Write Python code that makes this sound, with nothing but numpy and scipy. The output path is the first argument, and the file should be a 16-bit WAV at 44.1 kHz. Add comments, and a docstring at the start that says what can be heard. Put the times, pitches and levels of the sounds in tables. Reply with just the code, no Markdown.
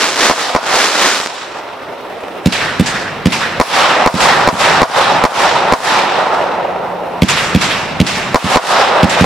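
"""Fireworks cake at night

Heard from a yard with a house wall behind and trees around. Shell bursts and mortar thumps are band-passed
clicks, returned by ground, wall, yard and trees. Comets hiss upward and echoes roll back as shaped noise.
Clouds of crackling stars are thousands of random tiny pops, and die out first; a far hum is a sine.
Loud blasts clip and duck the recorder's gain, so the echoes swell up after them."""
import sys
import numpy as np
from scipy import signal
from scipy.io import wavfile
from scipy.ndimage import minimum_filter1d

SR = 44100
rng = np.random.default_rng(int(sys.argv[2]) if len(sys.argv) > 2 else 0)


def persist_wave(psi):
    """Save psi, clipped to +-1, as 16-bit WAV."""
    counts = np.round(np.clip(psi, -1, 1) * 32767).astype(np.int16)
    wavfile.write(sys.argv[1], SR, np.atleast_2d(counts).T)


N = 407925
STEP = 32   # samples per point of the slow envelopes
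TIME = np.arange(N) / SR
SLOW = TIME[::STEP]


# shell bursts: (time [s], relative bang level [dB], relative echo level [dB])
BURSTS = [(0.2981, 9.5, -9), (0.5498, 11.5, -11), (3.5997, 18.5, 6), (4.0616, 23, 3.5), (4.4750, 23, 3.5),
          (4.8180, 24, 2), (5.2391, 22.5, 2.5), (5.7234, 21.5, 2), (8.3450, 20.5, 4.5), (8.5586, 24.5, 2.5),
          (9.2430, 15, 12)]
# sky to microphones; direct, ground, wall, wall and ground, tree line: (delay [s], left [dB], right [dB])
SKY_PATHS = [(0, 4, 5.5), (.0038, -1, -7.5), (0.0119, 2.5, 4.5), (0.015, -18, 3), (.081, -7.5, -16)]


def shells(rate_ratio=0.996):
    """A burst is a short blast with a sharp shock front and low punch; strong echoers also recoil deeply."""
    fired = clicks(BURSTS)
    bang = from_db(-7) * blast(fired, low_hz=980, high_hz=6270)
    for k in range(3):   # no two shells in a row swing at the same rate
        rate = rate_ratio ** (k - 1)
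        bang = bang + blast(clicks(BURSTS[k::3]), low_hz=420 * rate, high_hz=1200 * rate)
    punch = from_db(-23.5) * blast(fired, low_hz=166, high_hz=308)
    recoil_train = clicks([(s, bang_db + echo_db) for s, bang_db, echo_db in BURSTS])
    recoil = from_db(-39) * blast(recoil_train, low_hz=25, high_hz=212)
    yard = scatter(bang, low_hz=530, high_hz=1560, t60_s=0.23, level_db=2.5)
    yard = yard + scatter(bang, low_hz=1580, high_hz=6840, t60_s=0.093, level_db=6)
    return arrive(bang - punch + recoil, SKY_PATHS) + yard


# mortar shots: (time [s], relative thump level [dB], relative comet hiss level [dB])
LIFTS = [(2.4604, 6.5, -2), (2.7978, 6, -5), (3.2585, 6, -3.5), (4.1412, 14.5, 6), (4.5280, 9, 3),
         (7.2219, 8.5, 3.5), (7.5495, 9, 0.5), (8.0028, 9, -2), (8.443, 11, -6), (9.032, 13, 2.5),
         (9.2105, 10.5, 4)]
# cake to microphones; direct, wall: (delay [s], left [dB], right [dB])
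LOW_PATHS = [(0, -1, 1.1), (0.0118, -5.5, -1.5)]
SPIT_RE_THUMP_DB = -13.5


def mortars(leak_s=0.0016, spit_s=0.0041):
    """Gas spits past the shell, then the tube uncorks with a low thump and a deep push."""
    fired = clicks(LIFTS)
    thump = blast(fired, low_hz=115, high_hz=255.5)
    broad_push = from_db(-17.5) * blast(fired, low_hz=56.6, high_hz=560)   # escaping gas
    deep_train = clicks([(s, thump_db + volley(s)[0]) for s, thump_db, _ in LIFTS])
    deep_push = blast(deep_train, low_hz=49.6, high_hz=100)
    gas = 0
    for s, thump_db, _ in LIFTS:
        rise_and_fall = np.exp(np.minimum((SLOW - s) / leak_s, (s - SLOW) / spit_s))
        gas = gas + from_db(thump_db + SPIT_RE_THUMP_DB) * rise_and_fall
    spit = band(rng.standard_normal(N), 2000, 3640, order=1)
    spit = np.interp(TIME, SLOW, gas) * spit / spit.std()
    shot = thump + broad_push - deep_push + spit
    yard = scatter(shot, low_hz=133, high_hz=496, t60_s=0.27, level_db=-5.5, apart=0.35)
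    return arrive(shot, LOW_PATHS) + yard


# each volley's kind of tube and comet: (start [s], deep push re thump [dB], hiss pitch [ratio])
VOLLEYS = [(2.4, -25.5, 0.9), (7.1, -17.5, 1.066)]


def volley(s):
    """Deep push and hiss pitch of the volley that a shot belongs to."""
    return [row[1:] for row in VOLLEYS if row[0] <= s][-1]


# colour of the climbing comet: (frequency [Hz], relative density [dB per Hz])
COMET = [(300, -61), (900, -43), (1400, -45), (1950, -38), (3100, -49), (5000, -51), (9000, -62.5),
         (15000, -71)]
# colour of the mortar's spit off the nearest trees: (frequency [Hz], relative density [dB per Hz])
SPIT_ECHO = [(300, -54), (900, -42), (2000, -42.5), (3200, -42), (4500, -45.5), (7000, -48.5), (10000, -57),
             (15000, -80)]


def comets(tree_line_s=0.061, return_rise_s=0.0023, return_t60_s=0.5,
           climb_s=0.14, climb_rise_s=0.014, climb_t60_s=0.91,
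           ground_gain=0.1, first_lag_s=0.00026, last_lag_s=0.0013):
    """Near trees throw the spit back; the hiss, pitched by its volley, builds and dulls as it climbs."""
    def power_at(hz):
        air = (hz / 2000) ** -.25   # treble dies sooner; both t60 hold at 2 kHz
        back, climb = 0, 0
        for s, _, hiss_db in LIFTS:
            back = back + from_db(hiss_db) ** 2 * swell(s + tree_line_s, return_rise_s, return_t60_s * air)
            level_db = hiss_db - 1.0 + at_hz(COMET, hz / volley(s)[1])
            climb = climb + from_db(level_db) ** 2 * swell(s + climb_s, climb_rise_s, climb_t60_s * air)
        return from_db(at_hz(SPIT_ECHO, hz)) ** 2 * back + climb

    hiss = diffuse(power_at, patchy_db=2.0, grain_db=0.0)
    starts = np.array(LIFTS)[:, 0]
    latest = starts[np.maximum(np.searchsorted(starts, TIME) - 1, 0)]
    age = np.abs(TIME - latest)
    # the ground reflection lags more with height
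    lag = last_lag_s + (first_lag_s - last_lag_s) * np.exp(-age / .5)
    return hiss + ground_gain * np.array([np.interp(TIME - lag, TIME, side) for side in hiss])


# last stragglers of the cloud: (time [s], relative peak level [dB])
POPS = [(1.160, 6.5), (1.201, 8.5), (1.261, 9.5)]
# star clouds, fuses ending around a common moment: (thickest [s], relative level [dB], spread [s])
CLOUDS = [(0.031, -8, 0.047), (0.268, -3.5, 0.054), (0.413, -10, 0.03), (0.813, -1.5, .065),
          (1.068, 0, 0.062)]
POPS_PER_S, POPS_DB = 4000, -23.5   # at the height of a lone 0 dB cloud


def crackle(spread_db=2.0, thinning=.55):
    """Thousands of tiny charges pop; those left or right in the cloud reach one microphone earlier."""
    # early and late pops are fewer and weaker
    per_s = POPS_PER_S * sum(bell(TIME, s, spread_s) for s, _, spread_s in CLOUDS) ** thinning
    chance = per_s / SR
    loudness = from_db(POPS_DB) * np.sqrt(cloud_power(TIME))
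    out = arrive(pops(clicks(POPS)), LOW_PATHS)
    for lag_samples in (-1, 2, 3):
        sizes = from_db(spread_db * np.minimum(rng.exponential(1, N), 3))
        fired = rng.random(N) < chance / 3
        heard = pops(fired * sizes / sizes.std() / np.sqrt(chance) * loudness)
        out = out + np.array([heard, np.roll(heard, lag_samples)])
    return out


def pops(train):
    """The snap of tiny charges, with some body and no bass."""
    body = from_db(-4) * blast(train, low_hz=286, high_hz=2150)
    snap = blast(train, low_hz=940, high_hz=6000)
    return band(snap + body, low_hz=150.0, high_hz=16600)


def cloud_power(t):
    """Power of all the crackling clouds together."""
    return sum(from_db(db) ** 2 * bell(t, s, spread_s) for s, db, spread_s in CLOUDS)


# colours of the returning bursts, shots and crackle: (frequency [Hz], relative density [dB per Hz])
BURST_ECHO = [(50, -61), (100, -56.5), (170, -47), (300, -46), (500, -39), (750, -32.5), (1200, -33.5),
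              (2000, -39.5), (4000, -40), (7000, -46.5), (10000, -46.5), (15000, -46)]
LIFT_ECHO = [(50, -65), (100, -49), (170, -41.5), (280, -49), (600, -48.5), (1200, -46.5), (4000, -49),
             (15000, -66)]
CRACKLE_ECHO = [(50, -80), (170, -79), (300, -88), (500, -89), (900, -42), (1500, -49), (4500, -49),
                (8000, -52), (15000, -80)]
# distant slopes return each burst: (delay [s], level re burst echo [dB])
FAR_ECHOES = [(.43, -4), (.60, -5)]
# dull colour of the slopes: (frequency [Hz], relative density [dB per Hz])
FAR_COLOUR = [(100, -79.5), (400, -40.5), (750, -29), (1300, -43), (3000, -51.5), (10000, -75)]
# night murk: (frequency [Hz], relative density [dB per Hz])
NIGHT = [(30, -79), (90, -69), (200, -65.5), (500, -52), (900, -57), (1500, -64.5), (3000, -70),
         (7000, -89), (15000, -84)]
# decay among the trees: (frequency [Hz], t60 [s])
TREES_T60 = [(60, 7), (200, 5.4), (600, 5.4), (1150, 3.11), (2000, 2.37), (4000, 1.5), (7000, 1),
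             (14000, 0.26)]
ECHO_RE_HISS_DB, ECHO_TILT_DB_PER_OCTAVE = -1, 0.5


def trees(burst_rise_s=0.11, lift_rise_s=0.061, far_rise_s=0.013, far_t60_s=1.0):
    """Everything rolls back from the trees, losing its treble first, over the night's low murk."""
    cloud = cloud_power(SLOW)
    far = 0
    for s, _, echo_db in BURSTS:
        for delay_s, far_db in FAR_ECHOES:
            far = far + from_db(echo_db + far_db) ** 2 * swell(s + delay_s, far_rise_s, far_t60_s)

    def power_at(hz):
        t60_s = at_hz(TREES_T60, hz)
        tilt_db = ECHO_TILT_DB_PER_OCTAVE * np.log2(hz / 1000)
        bursts = sum(from_db(echo_db + tilt_db) ** 2 * swell(s, burst_rise_s, t60_s)
                     for s, _, echo_db in BURSTS)
        lifts = sum(from_db(hiss_db + ECHO_RE_HISS_DB) ** 2 * swell(s, lift_rise_s, t60_s)
                    for s, _, hiss_db in LIFTS)
        stars = smooth(cloud, t60_s / np.log(1e6), SR / STEP)
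        layers = [(BURST_ECHO, bursts), (FAR_COLOUR, far), (LIFT_ECHO, lifts),
                  (CRACKLE_ECHO, stars), (NIGHT, 1)]
        return sum(from_db(at_hz(colour, hz)) ** 2 * power for colour, power in layers)

    return diffuse(power_at, patchy_db=1.3, grain_db=1.0)


HUM_HZ, HUM_RMS_DB = 180, -35
HUM_PEAK_S, HUM_SPREAD_S = 6.4, 1.25


def hum():
    """A faint far hum of steady pitch swells once and fades."""
    level = from_db(HUM_RMS_DB) * np.sqrt(2 * bell(TIME, HUM_PEAK_S, HUM_SPREAD_S))
    return level * np.sin(2 * np.pi * HUM_HZ * TIME)


def from_db(db):
    """Decibels to gain."""
    return 10 ** (np.asarray(db) / 20)


def at_hz(points, hz):
    """Read a table on a log-frequency axis."""
    points = np.array(points)
    return np.interp(np.log(hz), np.log(points[:, 0]), points[:, 1])


def band(x, low_hz, high_hz, order=2):
    """Causal band-pass."""
    edges_hz = [low_hz, min(high_hz, .45 * SR)]
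    return signal.sosfilt(signal.butter(order, edges_hz, "band", fs=SR, output="sos"), x + 1e-18)


def smooth(x, seconds, per_s):
    """One-pole lag on a signal with per_s points a second."""
    r = np.exp(-1 / (seconds * per_s))
    return signal.lfilter([1 - r], [1, -r], x + 1e-18)


def flutter(seconds):
    """Slow random wander with spread 1."""
    x = smooth(rng.standard_normal(len(SLOW)), seconds, SR / STEP)
    return x / x.std()


def bell(t, centre_s, spread_s):
    """Power that rises to 1 and falls again, with exponential skirts."""
    return 1 / np.cosh(np.clip((t - centre_s) / spread_s, -40, 40)) ** 2


def swell(start_s, rise_s, t60_s):
    """Power of a sound that builds up and dies away."""
    age = np.maximum(SLOW - start_s, 0)
    return (1 - np.exp(-(age / rise_s) ** 2)) * np.exp(-np.log(1e6) * age / t60_s)


def clicks(rows):
    """One single-sample click for each (time [s], level [dB])."""
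    out = np.zeros(N)
    for s, db, *_ in rows:
        out[min(round(s * SR), N - 1)] = from_db(db)
    return out


def blast(train, low_hz, high_hz):
    """Each unit click becomes a pressure swing of height 1; a lower band swings slower."""
    height = np.abs(band(signal.unit_impulse(SR // 20), low_hz, high_hz)).max()
    return -band(train, low_hz, high_hz) / height


def arrive(x, paths):
    """Sum the delayed copies that reach each microphone."""
    out = 0
    for delay_s, left_db, right_db in paths:
        delayed = np.pad(x, (round(abs(delay_s) * SR), 0))[:N]
        out = out + delayed * from_db([[left_db], [right_db]])
    return out


def scatter(x, low_hz, high_hz, t60_s, level_db, apart=0.57):
    """Dense small reflections from the things in the yard, following the wall echo."""
    t = TIME[:SR // 4]
    common, left, right = rng.standard_normal((3, len(t)))
    noise = common + apart * np.array([left, right])
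    tail = band(noise * from_db(-60 * t / t60_s), low_hz, high_hz)
    energy = np.mean(np.sum(tail ** 2, axis=1))
    tail *= from_db(level_db) * np.sqrt(2 * (high_hz - low_hz) / SR / energy)
    delayed = np.pad(x, (round(LOW_PATHS[1][0] * SR), 0))
    return signal.fftconvolve(delayed[None], tail, axes=1)[:, :N]


# diffuse sound at the two microphones: (frequency [Hz], side re mid [dB])
WIDTH = [(60, -20), (200, -10.5), (600, -9), (1300, -9), (2400, -6.5), (4400, -4.5), (8000, -0.5),
         (13000, 4)]


def diffuse(power_at, patchy_db, grain_db):
    """Stereo noise in half-octave bands; power_at(hz) gives each band's power per Hz in time."""
    edges_hz = 22 * 2 ** np.arange(0, 10, .5)
    white = rng.standard_normal((2, 2, N)) * np.sqrt(SR / 2)
    mid_side = np.zeros((2, N))
    # random level jumps, each dying away, roughen all bands together
    jumps = np.minimum(rng.exponential(1, len(SLOW)), 3) ** 2
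    grain = smooth(jumps, 0.0063, SR / STEP)
    grain = (grain - grain.mean()) / grain.std()
    for k, (low_hz, high_hz) in enumerate(zip(edges_hz, edges_hz[1:])):
        hz = np.sqrt(low_hz * high_hz)
        gain = np.sqrt(power_at(hz)) * from_db(grain_db * grain + patchy_db * flutter(0.033))
        share = np.array([[1], [from_db(at_hz(WIDTH, hz))]])
        share = share / np.linalg.norm(share)
        mid_side += band(white[k % 2], low_hz, high_hz) * share * np.interp(TIME, SLOW, gain)
    mid, side = mid_side
    return np.array([mid + side, mid - side])


def scene():
    """The display stands slightly to the right."""
    layers = shells() + mortars() + comets() + crackle() + trees() + hum()
    return layers * from_db([[-.6], [.6]])


def duck(excess_db, release_db_per_s, attack_s):
    """Gain that drops by the excess level and climbs back at a steady rate, both lagged by attack_s."""
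    ramp = release_db_per_s * SLOW
    cut_db = np.maximum.accumulate(np.maximum(excess_db, 0) + ramp) - ramp
    return np.interp(TIME, SLOW, from_db(-smooth(cut_db, attack_s, SR / STEP)))


CUTOFF_HZ = 15900


def record(dry, target_db=-11, limit_db=7.0, hold_s=0.061, sensed_top=0.82, treble_hz=11500):
    """Slow gain control, a limiter that holds and recovers, clipping of what slips through, top cut."""
    sensed = np.minimum(np.mean(dry ** 2, axis=0), sensed_top)
    power = smooth(sensed, 0.042, SR)[::STEP]
    x = dry * duck(10 * np.log10(power) - target_db, release_db_per_s=6.0, attack_s=0.011)
    hold = 2 * int(hold_s * SR / 2) + 1
    # running maximum over the past hold_s
    peak = -minimum_filter1d(-np.abs(x).max(axis=0), hold, origin=hold // 2)[::STEP]
    x = x * duck(20 * np.log10(peak + 1e-9) - limit_db, release_db_per_s=184, attack_s=0.012)
    x = x / (1 + x ** 12) ** (1 / 12)   # clips at 1 with a narrow knee
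    x = signal.sosfilt(signal.butter(1, min(treble_hz, .45 * SR), fs=SR, output="sos"), x)
    return signal.sosfilt(signal.ellip(9, .1, 70, CUTOFF_HZ, fs=SR, output="sos"), x)


dry = scene()
out = record(dry)
persist_wave(out)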